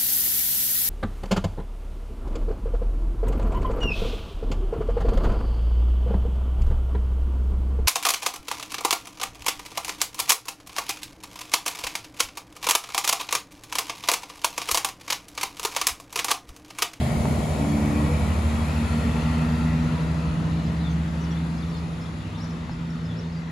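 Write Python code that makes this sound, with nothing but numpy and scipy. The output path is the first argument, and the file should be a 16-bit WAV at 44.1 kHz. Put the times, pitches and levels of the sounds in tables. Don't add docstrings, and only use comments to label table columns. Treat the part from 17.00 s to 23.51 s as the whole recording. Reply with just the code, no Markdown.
import sys
import numpy as np
from scipy import signal
from scipy.fft import rfft, irfft, next_fast_len
from scipy.io import wavfile
from scipy.ndimage import uniform_filter1d, map_coordinates

SR = 44100
rng = np.random.default_rng(int(sys.argv[2]) if len(sys.argv) > 2 else 0)


def store_wav(level_fs):
    pcm = np.round(np.clip(np.atleast_2d(level_fs), -1, 1) * 32767)
    wavfile.write(sys.argv[1], SR, pcm.T.astype(np.int16))


N = 287091
TIME_S = np.arange(N) / SR


def amp(db):
    return 10 ** (np.asarray(db) / 20)


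def unit(x):
    return x / np.sqrt(np.mean(x ** 2) + 1e-20)


def along(points, hz):
    point_hz, value = np.transpose(points)
    return np.interp(np.log(hz + 1), np.log(point_hz + 1), value)


def curve(points):
    point_s, value = np.transpose(points)
    return np.interp(TIME_S, point_s, value)


def wobble(knots_per_s):
    knots = rng.standard_normal(256)
    return map_coordinates(knots, [np.arange(N) * knots_per_s / SR], mode="mirror")


def filtered(x, response):
    size = next_fast_len(N + 8192)
    spectrum = rfft(x, size) * response(np.fft.rfftfreq(size, 1 / SR))
    return irfft(spectrum, size)[..., :N]


def turns(hz):
    return np.cumsum(hz) / SR


def tone(cycles):
    return np.sqrt(2) * np.sin(2 * np.pi * (cycles + rng.random()))


def whistle(hz, width_hz):
    slow = filtered(rng.standard_normal((2, N)), lambda f: np.exp(-(f / width_hz) ** 2))
    angle = 2 * np.pi * turns(hz)
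    return unit(slow[0] * np.cos(angle) + slow[1] * np.sin(angle))


def passing(peak_db, nearest_s, timescale_s, loss_db_per_doubling):
    distance = np.hypot(1, (TIME_S - nearest_s) / timescale_s)
    return peak_db - loss_db_per_doubling * np.log2(distance)


def passing_in_turn(passes):
    return np.sqrt(sum(amp(passing(*row)) ** 2 for row in passes))


# hz, likeness
ALIKE = [(60, 0.8), (200, 0.79), (400, 0.73), (700, 0.6), (1100, 0.17), (1600, -0.17), (2100, 0.62),
         (3000, 0.34), (4200, 0.64), (5400, 0.47), (7000, 0.9), (8000, 0.9), (8900, 1), (12000, 0.85)]


def coloured(pair, spectrum):
    def mid_side(hz):
        spread = np.arccos(np.clip(along(ALIKE, hz), -1, 1)) / 2
        return amp(along(spectrum, hz)) * [np.cos(spread), np.sin(spread)]

    mid, side = filtered(pair, mid_side)
    return np.array([mid + side, mid - side]) / np.std(mid)


def rush(spectrum, patchy_db):
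    bins = signal.stft(rng.standard_normal((2, N)), nperseg=1024)[2]
    field = uniform_filter1d(rng.standard_normal(bins.shape[1:]), size=5, axis=0)
    field = unit(uniform_filter1d(field, size=14, axis=1))
    noise = signal.istft(bins * amp(patchy_db * field), nperseg=1024)[1][:, :N]
    return coloured(noise, spectrum)


def exhaust(firing, levels_db, flutter_db):
    return sum(amp(db + flutter_db * wobble(8.1)) * tone(k * firing)
               for k, db in enumerate(levels_db, 1))


# time_s, firing_hz
REVVING = [(0, 64.3), (.5, 70.1), (1.05, 74.1), (1.7, 77.2), (2.2, 79.3), (3, 80.55), (3.7, 81.95),
           (4.2, 82.5), (5.3, 82.45), (6.51, 82.65)]
# time_s, level_db
HUM_LEVEL = [(0, -27.5), (.7, -39), (1.1, -33), (1.6, -39), (2, -31.5), (2.35, -26.5), (2.6, -25.5),
             (3.5, -26), (4.25, -27.5), (4.75, -29), (5.3, -36), (6, -30.5), (6.51, -32.5)]
# time_s, level_db
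THIRD_LEVEL = [(0, -39), (.45, -38), (.8, -24.5), (1.05, -29), (1.42, -41), (1.6, -31.5), (2.2, -30.5),
               (2.78, -27), (2.98, -34), (3.4, -39), (3.7, -55), (4, -41), (4.6, -41), (4.95, -47.5),
               (5.4, -42), (6.51, -45)]
# time_s, level_db
BARK_LEVEL = [(0, -66), (.5, -52), (.63, -30), (.85, -30.5), (1.05, -31), (1.3, -66), (2.2, -57),
              (3, -53.5), (6.51, -67)]
FUNDAMENTAL_RE_SECOND_DB, FIFTH_RE_FOURTH_DB = -19, -13


def revving_engine():
    hum_db, third_db, bark_db = curve(HUM_LEVEL), curve(THIRD_LEVEL), curve(BARK_LEVEL)
    levels_db = [hum_db + FUNDAMENTAL_RE_SECOND_DB, hum_db, third_db, bark_db, bark_db + FIFTH_RE_FOURTH_DB]
    return exhaust(turns(curve(REVVING)), levels_db, flutter_db=0.8)


def echo_beat_db(null_s, period_s, share):
    slip = (TIME_S - null_s) / period_s
    return 20 * np.log10(np.abs(1 - np.clip(share, 0, 1) * np.exp(2j * np.pi * slip)) + 1e-6)


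# time_s, firing_hz
LOADED = [(0, 77.1), (.95, 75.55), (1.5, 75.9), (2.5, 75.65), (3.3, 74.1), (3.7, 73.6), (4.2, 74.1),
          (5, 76.25), (5.8, 77.65), (6.51, 78.3)]
# time_s, level_db
BOOM = [(0, -29), (.45, -35), (.99, -28), (1.11, -22.5), (1.9, -27), (2.9, -31.5), (4.2, -31), (5, -41),
        (6.51, -44)]
# peak_db, nearest_s, timescale_s, loss_db_per_doubling
OVERTONE_PASS = (-33.5, 0.5, 3.5, 10)
# offset_db, extra_fade_db_per_s, null_s, beat_period_s, echo_share
OVERTONES = [(2, 0.6, 1.94, 3.1, 0.17), (-2, 0.38, 3.02, 1.98, 0.41)]
# peak_db, nearest_s, timescale_s, loss_db_per_doubling
FOURTH_PASS = (-42, 3.5, .5, 6.5)
# crank_multiple, level_db before the bay gain
CRANK_TONES = [(2.5, -48), (7.5, -42), (11, -43), (13.5, -49), (19, -54.5), (27, -55)]
# peak_db, nearest_s, timescale_s, loss_db_per_doubling
BAY_PASS = (0.55, 1.4, 1.9, 13)
# peak_db, nearest_s, timescale_s, loss_db_per_doubling
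WHINE_PASS = (-49.5, 2.3, 0.55, 12)


def loaded_engine():
    firing = turns(curve(LOADED))
    crank = firing / 3
    levels_db = [curve(BOOM)]
    for offset_db, fade_db_per_s, *beat in OVERTONES:
        levels_db.append(passing(*OVERTONE_PASS) + offset_db - fade_db_per_s * TIME_S + echo_beat_db(*beat))
    levels_db.append(passing(*FOURTH_PASS))
    crank_tones = sum(amp(db + 2.5 * wobble(6)) * tone(order * crank + 0.09 * wobble(12))
                      for order, db in CRANK_TONES)
    bay = amp(passing(*BAY_PASS)) * crank_tones
    teeth = 54 * crank
    whine = amp(passing(*WHINE_PASS) + 1.5 * wobble(9.9)) * tone(teeth + 0.089 * wobble(25.14))
    return exhaust(firing, levels_db, flutter_db=1.1) + bay + whine


# time_s, level_db
SHAFT_LEVEL = [(0, -39), (1.3, -30.5), (1.9, -33.5), (2.3, -37.5), (6.51, -65)]
SHAFT_START_HZ, SHAFT_CLIMB_HZ_PER_S = 81.6, 4.6


def drive_shaft():
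    hz = SHAFT_START_HZ + SHAFT_CLIMB_HZ_PER_S * TIME_S
    return amp(curve(SHAFT_LEVEL) + 1.2 * wobble(21.0)) * tone(turns(hz))


# peak_db, nearest_s, timescale_s, loss_db_per_doubling
BLOCK_PASS = [(-34, .28, .65, 8), (-45.5, 2.3, .8, 7)]
# hz, db_per_hz
BLOCK = [(250, -30), (350, -12), (420, -3), (510, -4), (610, 2.5), (710, 3), (800, -3.5), (950, -10),
         (1150, -13), (1500, -28), (3000, -60)]


def diesel_knock(t60_s, scatter_db, cylinders):
    firing = turns(curve(LOADED))
    strike_at = np.searchsorted(firing, np.arange(1, int(firing[-1])))
    blows = np.zeros((cylinders, 1, N))
    cylinder = np.arange(len(strike_at)) % cylinders
    blows[cylinder, 0, strike_at] = amp(scatter_db * rng.standard_normal(len(strike_at)))
    t = np.arange(SR // 10) / SR
    rings = rng.standard_normal((cylinders, 2, len(t))) * amp(-60 * t / t60_s)
    pair = signal.oaconvolve(blows, rings, axes=2).sum(axis=0)[:, :N]
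    return passing_in_turn(BLOCK_PASS) * coloured(pair, BLOCK)


# hz, db_per_hz
BODY = [(20, -40), (35, -34), (50, -10), (65, 0), (100, -3), (140, -1), (200, -4), (280, -8), (360, -13),
        (480, -29), (800, -76), (2000, -120)]


def lope(firing, count, scatter_db):
    cycle = firing / 6
    cycle_hz = cycle[-1] * SR / N
    orders = [k for k in range(1, count) if k % 6]
    return unit(sum(amp(along(BODY, k * cycle_hz) + scatter_db * wobble(0.98)) * tone(k * cycle)
                    for k in orders))


# time_s, level_db
RUMBLE_LEVEL = [(0, -30.5), (.9, -30), (1.4, -33.5), (2.2, -34), (2.8, -33.5), (3.5, -34.5), (4.3, -37),
                (5.1, -38.5), (6.51, -42.5)]
LOPE_RE_RUMBLE_DB = -3.5


def body_rumble():
    loping = lope(turns(curve(LOADED)), count=30, scatter_db=3.5)
    return amp(curve(RUMBLE_LEVEL)) * (rush(BODY, patchy_db=2) + amp(LOPE_RE_RUMBLE_DB) * loping)


# peak_db, nearest_s, timescale_s, loss_db_per_doubling
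CLATTER_PASS = [(-43.5, 0.07, 3.1, 6.5), (-46.5, 2.2, 0.33, 5)]
# hz, db_per_hz
CLATTER = [(1200, -14.5), (1620, -8), (1900, 2), (2200, -2.5), (2550, -2), (2950, -5), (3600, -6),
           (4400, -7.5), (5100, -13), (6000, -15), (7500, -19), (12000, -120)]


def bay_clatter():
    return passing_in_turn(CLATTER_PASS) * rush(CLATTER, patchy_db=1.7)


# time_s, level_db
HISS_TREBLE = [(0.0, -55), (0.03, -54.5), (0.49, -54.5), (0.59, -56), (1.9, -58), (3.53, -67), (4.58, -67),
               (6.3, -74)]
# hz, db_per_hz
HISS = [(1500, -63), (4000, -7.5), (5800, -3), (6900, 2), (7800, -3), (8400, 1), (9000, -2), (9750, 8),
        (10600, -5), (12200, -5), (13200, -8), (14200, -16), (15800, -16)]
HISS_RE_TREBLE_DB = 9.5


def rail_hiss(port_lag_ms, air_loss_db_per_db):
    level_db = curve(HISS_TREBLE) + HISS_RE_TREBLE_DB
    noise = rush(HISS, patchy_db=1.5)
    top = filtered(noise, lambda hz: 1 / (1 + (11000 / (hz + 1)) ** 12))
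    fading_top = top * amp(air_loss_db_per_db * (level_db - level_db[0]))
    hiss = (noise - top + fading_top) * amp(level_db + 0.099 * wobble(23))
    lag_s = np.array([[port_lag_ms / 1000], [0]])
    return filtered(hiss, lambda hz: np.exp(-2j * np.pi * hz * lag_s))


# hz, db_per_hz
OUTDOORS = [(20, -19), (48, 1), (70, -20), (300, -15), (600, -21.5), (950, -32), (1550, -12.5), (2100, -29),
            (5000, -65)]
OUTDOORS_DB = -52


def open_air():
    return amp(OUTDOORS_DB) * rush(OUTDOORS, patchy_db=3.0)


# start_s, pitch_hz, t60_s, ring_level_db
KNOCKS = [(.2555, 790, .011, -15.5), (.6492, 700, .011, -18), (5.695, 848, .012, -26),
          (5.711, 105, .04, -25)]


def knocks(crack):
    out, t = np.zeros(N + SR), np.arange(SR // 5) / SR
    for start_s, hz, t60_s, db in KNOCKS:
        ring = np.sin(2 * np.pi * hz * t) * amp(-60 * t / t60_s)
        lowpass = signal.butter(2, 2 * hz, fs=SR)
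        burst = unit(signal.lfilter(*lowpass, rng.standard_normal(len(t)))) * amp(-60 * t / 0.0052)
        out[round(start_s * SR):][:len(t)] += amp(db) * (ring + crack * burst)
    return out[:N]


# peak_db, nearest_s, timescale_s, loss_db_per_doubling
WHEEL_PASS = [(-40, 0.96, 0.69, 7.5), (-43, 2.3, 1.02, 3)]
# hz, db_per_hz
NEAR_WHEELS = [(200, -40), (330, -22), (420, -3.5), (480, 4), (520, 0.5), (600, -2), (680, 0), (800, -3.5),
               (950, -1), (1100, -5), (1400, -19), (4000, -120)]
# hz, db_per_hz
NEXT_WHEELS = [(200, -29), (330, -4), (420, 3), (480, 4.5), (560, 0), (670, -1.5), (760, -5), (860, -0.5),
               (980, -3), (1400, -14.5), (4000, -120)]


def wheel_roar():
    return sum(amp(passing(*row)) * rush(spectrum, patchy_db=2.2)
               for row, spectrum in zip(WHEEL_PASS, (NEAR_WHEELS, NEXT_WHEELS)))


# centre_s, half_length_s, pitch_hz, peak_level_db
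RINGS = [(0.937, 0.79, 2245, -52), (1, 0.7, 1925, -55.5), (1.118, .06, 485, -39.5), (2.4, 0.31, 885, -50),
         (2.946, 0.17, 971, -49), (3.097, 0.27, 482, -45.5), (3.52, .06, 99, -30), (5.385, 0.18, 101, -38),
         (5.74, .07, 53, -41), (5.8, .14, 128, -41), (6.1, 0.082, 106, -33)]
RING_WIDTH_PER_HZ = .014


def wheel_rings():
    out = np.zeros(N)
    for centre_s, half_s, hz, db in RINGS:
        swell = amp(db) / (1 + ((TIME_S - centre_s) / half_s) ** 2)
        out += swell * whistle(np.full(N, hz), RING_WIDTH_PER_HZ * hz)
    return out


# peak_db, nearest_s, timescale_s, loss_db_per_doubling
REVVING_TURBO = (-47.7, 1.15, 0.85, 11)
# peak_db, nearest_s, timescale_s, loss_db_per_doubling
LOADED_TURBO = (-51, 2.2, 0.45, 11)
REVVING_BLADES_PER_FIRING, LOADED_BLADES_PER_FIRING = 32.5, 34.5


def turbo(width_hz, flutter_db):
    engines = [(REVVING, REVVING_BLADES_PER_FIRING, REVVING_TURBO),
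               (LOADED, LOADED_BLADES_PER_FIRING, LOADED_TURBO)]
    return sum(amp(passing(*row) + flutter_db * wobble(20)) * whistle(ratio * curve(firing_hz), width_hz)
               for firing_hz, ratio, row in engines)


# peak_db, nearest_s, timescale_s, loss_db_per_doubling
FAN_PASS = (-41.5, 2, 1.1, 5)
# hz, db_per_hz
FAN = [(550, -12), (780, -5), (920, -2.5), (1150, -1), (1380, -0.5), (1550, -7.5), (1800, -7.5),
       (2050, -15), (2600, -49), (7000, -120)]


def fan_wash():
    return amp(passing(*FAN_PASS)) * rush(FAN, patchy_db=1.5)


# crank_multiple, width_hz, level_db before the bay gain
GEAR_BANDS = [(36.12, 146, -47.5), (53.9, 37, -51.5), (77.3, 220, -49.5)]
# peak_db, nearest_s, timescale_s, loss_db_per_doubling
GEAR_PASS = (-.5, 2.35, 0.6, 11)


def gear_train(surge_db):
    crank_hz = curve(LOADED) / 3
    bands = sum(amp(db + surge_db * wobble(11)) * whistle(order * crank_hz, width_hz)
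                for order, width_hz, db in GEAR_BANDS)
    return amp(passing(*GEAR_PASS)) * bands


# start_s, length_s, start_hz, end_hz, level_db before envelope and echo mix
CHIRPS = [(2.815, 0.052, 6130, 6330, -48), (3.655, .022, 4950, 4800, -47),
          (3.795, 0.047, 4150, 3650, -43.5), (3.84, 0.052, 3700, 3420, -39.5),
          (3.895, 0.039, 6440, 6240, -48), (4.2, 0.029, 5750, 5950, -47), (4.226, 0.012, 6000, 6200, -44),
          (4.237, .014, 5600, 4900, -44), (4.307, 0.021, 5500, 6000, -43), (4.318, 0.021, 3440, 3270, -42),
          (4.368, 0.022, 3450, 3800, -44), (4.573, 0.02, 4800, 5130, -48), (4.607, .014, 4920, 4400, -48),
          (4.622, 0.018, 3820, 3370, -42), (4.69, 0.026, 5400, 5230, -49),
          (4.735, 0.037, 3770, 3430, -44.5), (4.715, 0.023, 4650, 4500, -48),
          (4.745, .025, 4350, 4250, -44), (4.765, 0.027, 5200, 4880, -47), (5.008, 0.04, 5270, 5400, -46),
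          (5.048, 0.023, 3250, 3700, -42), (5.195, .045, 3600, 3290, -49), (5.345, 0.022, 3500, 3800, -45),
          (5.375, .018, 5500, 5600, -47), (5.376, .016, 3680, 3580, -45), (5.402, 0.021, 4670, 5900, -42),
          (5.418, 0.029, 5450, 5980, -44), (5.437, .016, 5900, 4600, -42), (5.445, .025, 6100, 5650, -49),
          (5.503, .025, 5700, 5100, -47), (5.711, .026, 5230, 5100, -46), (5.899, 0.016, 5400, 5340, -45),
          (6.035, 0.014, 5400, 5520, -52), (6.053, .017, 5000, 5170, -45),
          (6.085, 0.058, 3490, 3290, -44.5), (6.163, 0.023, 5330, 5080, -47),
          (6.184, 0.018, 5280, 5670, -41), (6.237, 0.018, 3570, 3870, -45), (6.32, .016, 5160, 5170, -48),
          (6.345, 0.055, 4800, 4700, -50)]
# first_s, last_s
TWITTER_S = (5.3, 6.3)
# low_hz, high_hz
TWITTER_HZ = (3330, 5280)
TWITTER_DB, TWITTER_NOTE_S, TWITTER_MAX_FALL_HZ = -54, 0.019, 500


def birds(rasp, t60_s, echo_db, faint_count):
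    notes = list(CHIRPS)
    for when, height, fall in rng.random((faint_count, 3)):
        start_s = np.interp(when, (0, 1), TWITTER_S)
        hz = np.interp(height, (0, 1), TWITTER_HZ)
        notes.append((start_s, TWITTER_NOTE_S, hz, hz - fall * TWITTER_MAX_FALL_HZ, TWITTER_DB))
    song = np.zeros(N + SR)
    for start_s, length_s, start_hz, end_hz, db in notes:
        u = np.linspace(0, 1, int(length_s * SR))
        shake = map_coordinates(rng.standard_normal(128), [u * length_s * 400], mode="mirror")
        pitch_hz = (start_hz + (end_hz - start_hz) * u) * (1 + rasp * shake)
        song[round(start_s * SR):][:len(u)] += amp(db) * np.sqrt(u * (1 - u)) * tone(turns(pitch_hz))
    song = song[:N]
    t = np.arange(SR // 2) / SR
    tail = rng.standard_normal((2, len(t))) * amp(-60 * t / t60_s)
    tail /= np.linalg.norm(tail[0])
    echo = signal.fftconvolve(song[None], tail, axes=1)[:, :N]
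    return (song + amp(echo_db) * echo) / np.hypot(1, amp(echo_db))


# hz, left_minus_right_db
LEAN = [(60, -0.5), (200, -0.3), (380, 1), (700, 2.5), (1300, 3.5), (2400, 2.5), (4400, 3), (8000, 0)]


def scene():
    drone = revving_engine() + loaded_engine() + drive_shaft()
    knock = diesel_knock(t60_s=.09, scatter_db=1, cylinders=6)
    running = body_rumble() + bay_clatter() + rail_hiss(port_lag_ms=.272, air_loss_db_per_db=.2)
    rolling = wheel_roar() + wheel_rings()
    machinery = turbo(width_hz=205, flutter_db=2) + fan_wash() + gear_train(surge_db=2)
    train = drone + knock + running + rolling + machinery
    song = birds(rasp=0.025, t60_s=0.3, echo_db=-3, faint_count=18)
    mix = train + open_air() + knocks(crack=0.35) + song
    return filtered(mix, lambda hz: amp(along(LEAN, hz) * np.array([[.5], [-.5]])))


TOP_HZ = 15700


def record(dry):
    return filtered(dry, lambda hz: hz < TOP_HZ)


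dry = scene()
out = record(dry)
store_wav(out)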